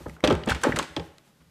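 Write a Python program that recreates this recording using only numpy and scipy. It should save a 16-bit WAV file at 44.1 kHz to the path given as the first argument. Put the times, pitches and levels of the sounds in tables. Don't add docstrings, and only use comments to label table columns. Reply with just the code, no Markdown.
import sys
import numpy as np
from scipy import signal
from scipy.fft import rfft, irfft
from scipy.io import wavfile

SR = 44100
rng = np.random.default_rng(int(sys.argv[2]) if len(sys.argv) > 2 else 0)


def gain_from_decibels(decibels):
    exponent = np.asarray(decibels, float) / 20
    return 10 ** exponent


def persist_wave(psi):
    counts = np.round(np.clip(psi, -1, 1) * 32767).astype(np.int16)
    wavfile.write(sys.argv[1], SR, np.atleast_2d(counts).T)


N = 66150

# freq_hz, density_db
ROOM_TONE = [(30, 4.5), (60, -11.5), (160, 3), (400, -11.5), (1000, -16), (4800, -21.5), (12000, -27),
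             (16000, -30)]
# middle_s, half_length_s, level_db
WHISPERS = [
    (.01, 0.099, -53.5),
    (0.098, 0.025, -56.5),
    (0.141, 0.037, -56.5),
    (0.625, 0.016, -47),
    (0.692, 0.061, -49),
    (0.757, 0.0064, -54),
    (1.056, 0.041, -57.5),
    (1.274, 0.049, -63.5),
    (1.418, 0.014, -66.5),
]
# freq_hz, level_db
WHISPER_COLOUR = [(1000, 7.5), (4000, 1), (9000, -3), (15000, -10)]
# start_s, peak_db, centre_hz, chatter_ms
KNOCKS = [(.003, -39, 298, 7.4), (0.059, -28, 474, 6.1), (.080, -34, 241, 6.7), (.237, -8.5, 373, 6.95),
          (.249, -14, 500, 4.6), (.262, -20.5, 400, 9.1), (0.276, -20, 305, 6), (.287, -18.5, 258, 6.2),
          (.303, -11.5, 465, 5.4), (.315, -19, 320, 5.8), (0.322, -24.5, 320, 5.3), (.337, -24.5, 260, 3.2),
          (.365, -37, 200, 6), (0.419, -37, 300, 3), (0.471, -16, 524, 7.3), (.480, -17.5, 300, 3.9),
          (.492, -19, 500, 1.2), (0.512, -29, 920, 3.3), (0.558, -29, 374, 8.9), (.637, -13.5, 735, 14.4),
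          (.647, -14, 600, 7.9), (0.666, -14, 500, 4.2), (0.68, -21, 320, 7.4), (0.69, -23, 310, 2.6),
          (.732, -23, 306, 2.5), (0.773, -21, 357, 8.7), (.808, -30, 237, 5.7), (.9645, -22.5, 650, 5.7),
          (0.995, -26.5, 480, 5.45), (1.409, -54, 250, 8.3)]
# freq_hz, level_db, t60_s
TOP_MODES = [(200, -0.5, 0.084), (240.5, -3, 0.1), (320, -1.5, 0.055), (367.8, -4, 0.063),
             (419.2, -6.5, 0.11), (500, 1, 0.047), (565.4, -4, 0.095), (790, -22, 0.072),
             (842.3, -0.5, 0.068), (1032, -0.5, 0.013), (1171, 0, 0.044), (1260, 1, .05), (1547, -4, 0.032),
             (1823, 5, 0.033)]
# start_s, peak_db
THUMPS = [(.004, -36.5), (.065, -27.5), (0.109, -38), (0.241, -21.5), (0.291, -23.5), (0.323, -14.5),
          (0.36, -24.5), (0.462, -24.5), (0.507, -15.5), (0.546, -23), (0.596, -42), (.645, -56),
          (0.684, -21), (0.735, -21.5), (0.771, -36), (.84, -46), (0.898, -41), (0.975, -25.5), (1, -30),
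          (1.403, -50), (1.471, -54.5)]
# freq_hz, level_db, t60_s
FRAME_MODES = [(52, -23.5, 0.077), (71.1, -2, 0.28), (88.6, 3, 0.087), (96.6, 0, 0.21), (135, -35, 0.32),
               (161.9, 4.5, 0.19)]
# freq_hz, t60_s
ROOM_T60 = [(60, 0.336), (200, 0.34), (1500, 0.62), (5000, 0.58), (12000, 0.66)]
# start_s, peak_db, ring_hz, crack_above_5khz_db
TICKS = [(0.058, -32, 940, -68), (.084, -44, 1600, -50), (.095, -34.5, 1955, -45.5),
         (0.165, -41, 1410, -63), (0.2045, -37, 2040, -50), (0.2395, -10.5, 3534, -35),
         (0.246, -16.5, 3230, -26), (0.274, -12.5, 3180, -28), (0.3, -22, 3250, -42),
         (0.308, -18.5, 3200, -50), (0.3255, -25.5, 3030, -38.5), (.351, -27, 2530, -38.5),
         (0.4358, -26, 3040, -71), (.460, -47, 4700, -44), (0.4742, -34.5, 2520, -54),
         (.4875, -22, 3320, -38), (0.498, -22.5, 3000, -30.5), (.518, -13, 1400, -44),
         (.547, -27, 2340, -37), (0.6354, -18, 1480, -19), (.648, -19, 1260, -37), (0.7205, -17, 1870, -44),
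         (.762, -27.5, 2460, -29.5), (.769, -22.5, 1270, -45), (.788, -12, 3267, -20.5),
         (.794, -16.5, 1124, -55), (0.826, -29, 2550, -31), (0.9637, -19, 3503, -37.5),
         (0.996, -29.5, 3340, -58), (1.182, -46, 2200, -58)]
# start_s, peak_db, ring_hz, crack_above_5khz_db
MORE_TICKS = [(.065, -30.5, 1300, -71), (.243, -16, 3310, -47), (.250, -33, 2560, -36),
              (.257, -32.5, 3100, -50), (.264, -29, 2560, -53), (.2805, -28, 2580, -44),
              (.288, -31, 3000, -50), (.305, -30, 1310, -42), (.316, -36, 2470, -52),
              (.4925, -18.5, 1780, -48), (.4955, -30, 2480, -32), (.5025, -21, 3400, -30),
              (.506, -26, 1660, -28), (.5095, -17, 1580, -42), (.5135, -28, 1580, -51),
              (.522, -22, 3150, -52), (.5255, -30.5, 2940, -55), (.553, -32, 2840, -53),
              (.636, -23.5, 4390, -31), (.6385, -26.5, 986, -44), (.644, -24, 1710, -48),
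              (.724, -19, 1830, -56), (.9668, -25.5, 3300, -48), (.7915, -24.5, 3340, -34),
              (.765, -28, 4480, -34), (.2765, -16, 3510, -39), (.999, -32, 2450, -62)]
# start_s, peak_db, pitch_hz, swell_ms, pitch_rise_per_swell
FLEXES = [(.059, -29.5, 321, 4.5, 0.013), (.2835, -15, 291.6, 5.2, .01), (.311, -15.5, 330, 5.6, 0.012),
          (.322, -15.5, 303, 2.4, -0.016), (.4735, -20, 287, 5, 0.0066), (.666, -14, 268, 4.44, 0.031),
          (0.679, -28, 320, 5, -0.0095), (.692, -21.5, 306, 2.5, 0.15), (.966, -24.5, 225.3, 9.5, 0.32),
          (.733, -31, 300, 3.7, .01), (.813, -26, 268, 4.6, -0.016)]
# start_s, length_s, level_db, tilt_db_per_oct
DRAGS = [
    (0.487, 0.045, -30, 2),
    (0.61, 0.014, -45, 6),
    (0.73, 0.089, -40.5, -5),
    (0.455, 0.061, -39.5, -2.8),
    (0.273, 0.12, -44.5, -4),
    (1.395, 0.036, -66, 0),
    (0.2244, 0.02, -44, -4.5),
    (0.143, 0.091, -57, -5.5),
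]
# start_s, level_db, fade_s, tilt_db_per_oct
RATTLES = [(0.2372, -21, 0.017, -0.1), (0.273, -22.5, 0.0099, -2), (0.303, -28.5, 0.019, -1.4),
           (0.632, -24, 0.036, -1), (0.759, -23.5, 0.0076, 4), (0.788, -23, 0.017, 0.9),
           (0.824, -35, 0.011, 2.5), (0.963, -29.5, 0.011, -0.5), (0.995, -50.5, 0.013, 5.5),
           (0.473, -31.5, .012, -1), (0.521, -30.5, 0.013, 0), (0.546, -33, 0.018, 0.5)]
# freq_hz, level_db
SCRATCH_COLOUR = [(400, -7.5), (800, -2), (1400, -1.5), (2300, -5.5), (3500, -10), (5000, -16.5),
                  (8000, -21.5), (15000, -44)]
# start_s, peak_db, centre_hz
SNAPS = [(.2398, -18, 4260), (.275, -22, 4400), (.3012, -31, 4500), (.326, -29.5, 5000), (.3515, -35, 5000),
         (.4605, -33, 5800), (.4755, -33, 4000), (.488, -28.5, 4800), (.4965, -24.5, 8000),
         (.5045, -32.5, 7000), (.5085, -43, 7000), (.5478, -27, 3470), (.7625, -24, 6000),
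         (.7885, -14.5, 6000), (.9643, -29, 4080), (1.1831, -36.5, 5070)]

ROOM_TONE_DB, ROOM_DB, TICK_ROOM_DB = -61, -7.5, -13
DESK_ECHO_S, DESK_ECHO_DB = 0.0031, -14.5
PLACE_DB, DETUNE = 2.5, 0.026
KNOCK_DB_PER_OCT, THUMP_MS, THUMP_DB = 9.5, 6.22, -3.0
TICK_T60_S, TICK_SPREAD, TICK_CHATTER_MS = 0.012, 0.113, 2.54
TICK_TOP = 2.1
CRACK_S, CRACK_DB, CRACK_LOW_HZ, CRACK_TOP_HZ = 0.00096, 3, 5000, 8870
FLEX_OVERTONE_DB = -10
SLIPS_PER_S, RATTLE_ATTACK_S = 9800, 0.0044
SNAP_S, SNAP_OCTAVES = 0.00029, 0.82
MIC_LOW_HZ, RECORDER_TOP_HZ = 53, 14700


def add(out, start_s, x):
    i = max(int(start_s * SR), 0)
    out[i:i + len(x)] += x[:len(out) - i]


def add_with_echo(out, start_s, x):
    add(out, start_s, x)
    add(out, start_s + DESK_ECHO_S, gain_from_decibels(DESK_ECHO_DB) * x)


def colour(x, points):
    hz, db = np.array(points, float).T
    f = np.maximum(np.arange(len(x) // 2 + 1) * SR / len(x), 1)
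    gain = gain_from_decibels(np.interp(np.log(f), np.log(hz), db))
    y = irfft(rfft(x) * gain, len(x))
    return y / np.std(y)


def chatter(ms, noise):
    t = np.arange(len(noise)) / SR * 1000 / max(ms, 0.2)
    force = rfft(noise * t * np.exp(-3 * t))
    size = np.abs(force)
    even = irfft(force / (size + 0.38 * size.mean()))
    return even * np.minimum(4 * t, 1) * np.exp(-t)


def ring(modes, push, chance, length_s=0.3):
    t = np.arange(int(length_s * SR))[:, None] / SR
    hz, db, t60_s = np.array(modes, float).T
    gain = gain_from_decibels(db + PLACE_DB * chance[:len(hz)]) * np.sign(chance[-len(hz):])
    hz = hz * (1 + DETUNE * chance[-len(hz):])
    decay = np.exp(-np.log(1000) * t / t60_s)
    impulse = (gain * decay * np.sin(2 * np.pi * hz * t)).sum(1)
    y = signal.fftconvolve(impulse, push)
    return y / np.abs(y).max()


def room_tone():
    return gain_from_decibels(ROOM_TONE_DB) * colour(rng.standard_normal(N), ROOM_TONE)


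def whispers():
    t = np.arange(N) / SR
    swell = np.zeros(N)
    for middle_s, half_s, db in WHISPERS:
        swell += gain_from_decibels(db) * np.cos(np.pi / 2 * np.clip((t - middle_s) / half_s, -1, 1))
    grain = rng.standard_normal(N) * gain_from_decibels(1.66 * rng.exponential(1, N))
    return swell * colour(grain, WHISPER_COLOUR)


def knocks():
    out = np.zeros(N)
    for start_s, db, centre_hz, ms in KNOCKS:
        near = [(hz, level_db - KNOCK_DB_PER_OCT * abs(np.log2(hz / centre_hz)), t60_s)
                for hz, level_db, t60_s in TOP_MODES]
        noise = rng.standard_normal(2048)
        add(out, start_s, gain_from_decibels(db) * ring(near, chatter(ms, noise), noise[:30]))
    return out


def thumps():
    out = np.zeros(N)
    push = np.hanning(int(THUMP_MS * SR / 1000))
    for start_s, db in THUMPS:
        add(out, start_s, gain_from_decibels(db + THUMP_DB) * ring(FRAME_MODES, push, rng.standard_normal(30)))
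    return out


def room(x):
    t = np.arange(SR // 2) / SR
    noise = rfft(rng.standard_normal(len(t)))
    f = np.log(np.arange(len(noise)) * 2.0 + 1)
    hz = np.log(np.array(ROOM_T60)[:, 0])
    tail = np.zeros(len(t))
    for k, (_, t60_s) in enumerate(ROOM_T60):
        band = np.interp(f, hz, np.arange(len(hz)) == k)
        tail += irfft(noise * band) * np.exp(-np.log(1000) * t / t60_s)
    tail *= np.clip(t / 0.012, 0, 1)
    return signal.fftconvolve(x, tail / np.sqrt(np.sum(tail ** 2)))[:N]


def ticks(table):
    out, t = np.zeros(N), np.arange(1024) / SR
    crack_band = signal.butter(2, [CRACK_LOW_HZ, CRACK_TOP_HZ], "band", fs=SR, output="sos")
    crack_swell = t / CRACK_S * np.exp(1 - t / CRACK_S)
    chances = rng.standard_normal((len(table), 30))
    noises = rng.standard_normal((len(table), 2, 1024))
    for (start_s, db, note_hz, crack_db), chance, noise in zip(table, chances, noises):
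        t60_s = TICK_T60_S * (2000 / note_hz) ** 0.52
        cluster = [(note_hz * np.exp(TICK_SPREAD * k), -3.5 * abs(k), t60_s * (1.7 if k == 0 else 1))
                   for k in range(-5, 6)]
        note = ring(cluster, chatter(TICK_CHATTER_MS, noise[0]), chance, 0.05)
        lowpass = signal.butter(3, TICK_TOP * note_hz, fs=SR, output="sos")
        tick = gain_from_decibels(db) * signal.sosfilt(lowpass, note)
        crack = signal.sosfilt(crack_band, noise[1] * crack_swell)
        tick[:1024] += gain_from_decibels(crack_db + CRACK_DB) * crack
        add_with_echo(out, start_s, tick)
    return out


def flexes():
    out, t = np.zeros(N), np.arange(4096) / SR
    for start_s, db, hz, swell_ms, rise in FLEXES:
        u = t * 1000 / swell_ms
        phase = 2 * np.pi * hz * t * (1 + rise * np.minimum(u, 6) / 2)
        swell = u ** 2 * np.exp(2 - 2 * u)
        tone = np.sin(phase) - gain_from_decibels(FLEX_OVERTONE_DB) * np.cos(2 * phase)
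        add(out, start_s, gain_from_decibels(db) * swell * tone)
    return out


def scratch(slips, tilt_db):
    return colour(slips, [(hz, db + tilt_db * np.log2(hz / 2000)) for hz, db in SCRATCH_COLOUR])


def drags_and_rattles():
    t = np.arange(N) / SR
    size = gain_from_decibels(0.43 * rng.exponential(1, N)) * rng.standard_normal(N)
    slips = size * (rng.random(N) < SLIPS_PER_S / SR)
    out = np.zeros(N)
    for start_s, length_s, db, tilt_db in DRAGS:
        swell = np.sin(np.pi * np.clip((t - start_s) / length_s, 0, 1)) ** 1.43
        out += gain_from_decibels(db) * swell * scratch(slips, tilt_db)
    for start_s, db, fade_s, tilt_db in RATTLES:
        attack = np.clip((t - start_s) / RATTLE_ATTACK_S, 0, 1)
        fade = np.exp(-np.abs(t - start_s) / fade_s)
        out += gain_from_decibels(db) * attack * fade * scratch(slips, tilt_db)
    return out


def snaps():
    out, t = np.zeros(N), np.arange(512) / SR
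    for start_s, db, centre_hz in SNAPS:
        edges_hz = centre_hz * 2 ** np.array([-SNAP_OCTAVES, SNAP_OCTAVES])
        edges_hz = np.minimum(edges_hz, 0.45 * SR)
        band = signal.butter(2, edges_hz, "band", fs=SR, output="sos")
        burst = np.sign(rng.standard_normal(512)) * np.exp(-t / SNAP_S)
        snap = signal.sosfilt(band, burst)
        add_with_echo(out, start_s, gain_from_decibels(db) * snap / np.abs(snap).max())
    return out


def scene():
    edge = ticks(TICKS)
    body = knocks() + thumps() + drags_and_rattles() + flexes()
    air = room_tone()
    reverb = gain_from_decibels(ROOM_DB) * room(body + gain_from_decibels(TICK_ROOM_DB) * edge)
    roomless = whispers() + ticks(MORE_TICKS) + snaps()
    return (edge + body + reverb + air + roomless)[None]


def roll_off(x):
    return signal.sosfilt(signal.butter(12, 16320, fs=SR, output="sos"), x)


def record(dry):
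    top_cut = signal.ellip(5, 1, 30, RECORDER_TOP_HZ, fs=SR, output="sos")
    bass_cut = signal.butter(2, MIC_LOW_HZ, "high", fs=SR, output="sos")
    mix = signal.sosfilt(bass_cut, signal.sosfilt(top_cut, dry))
    return roll_off(mix)


dry = scene()
out = record(dry)
persist_wave(out)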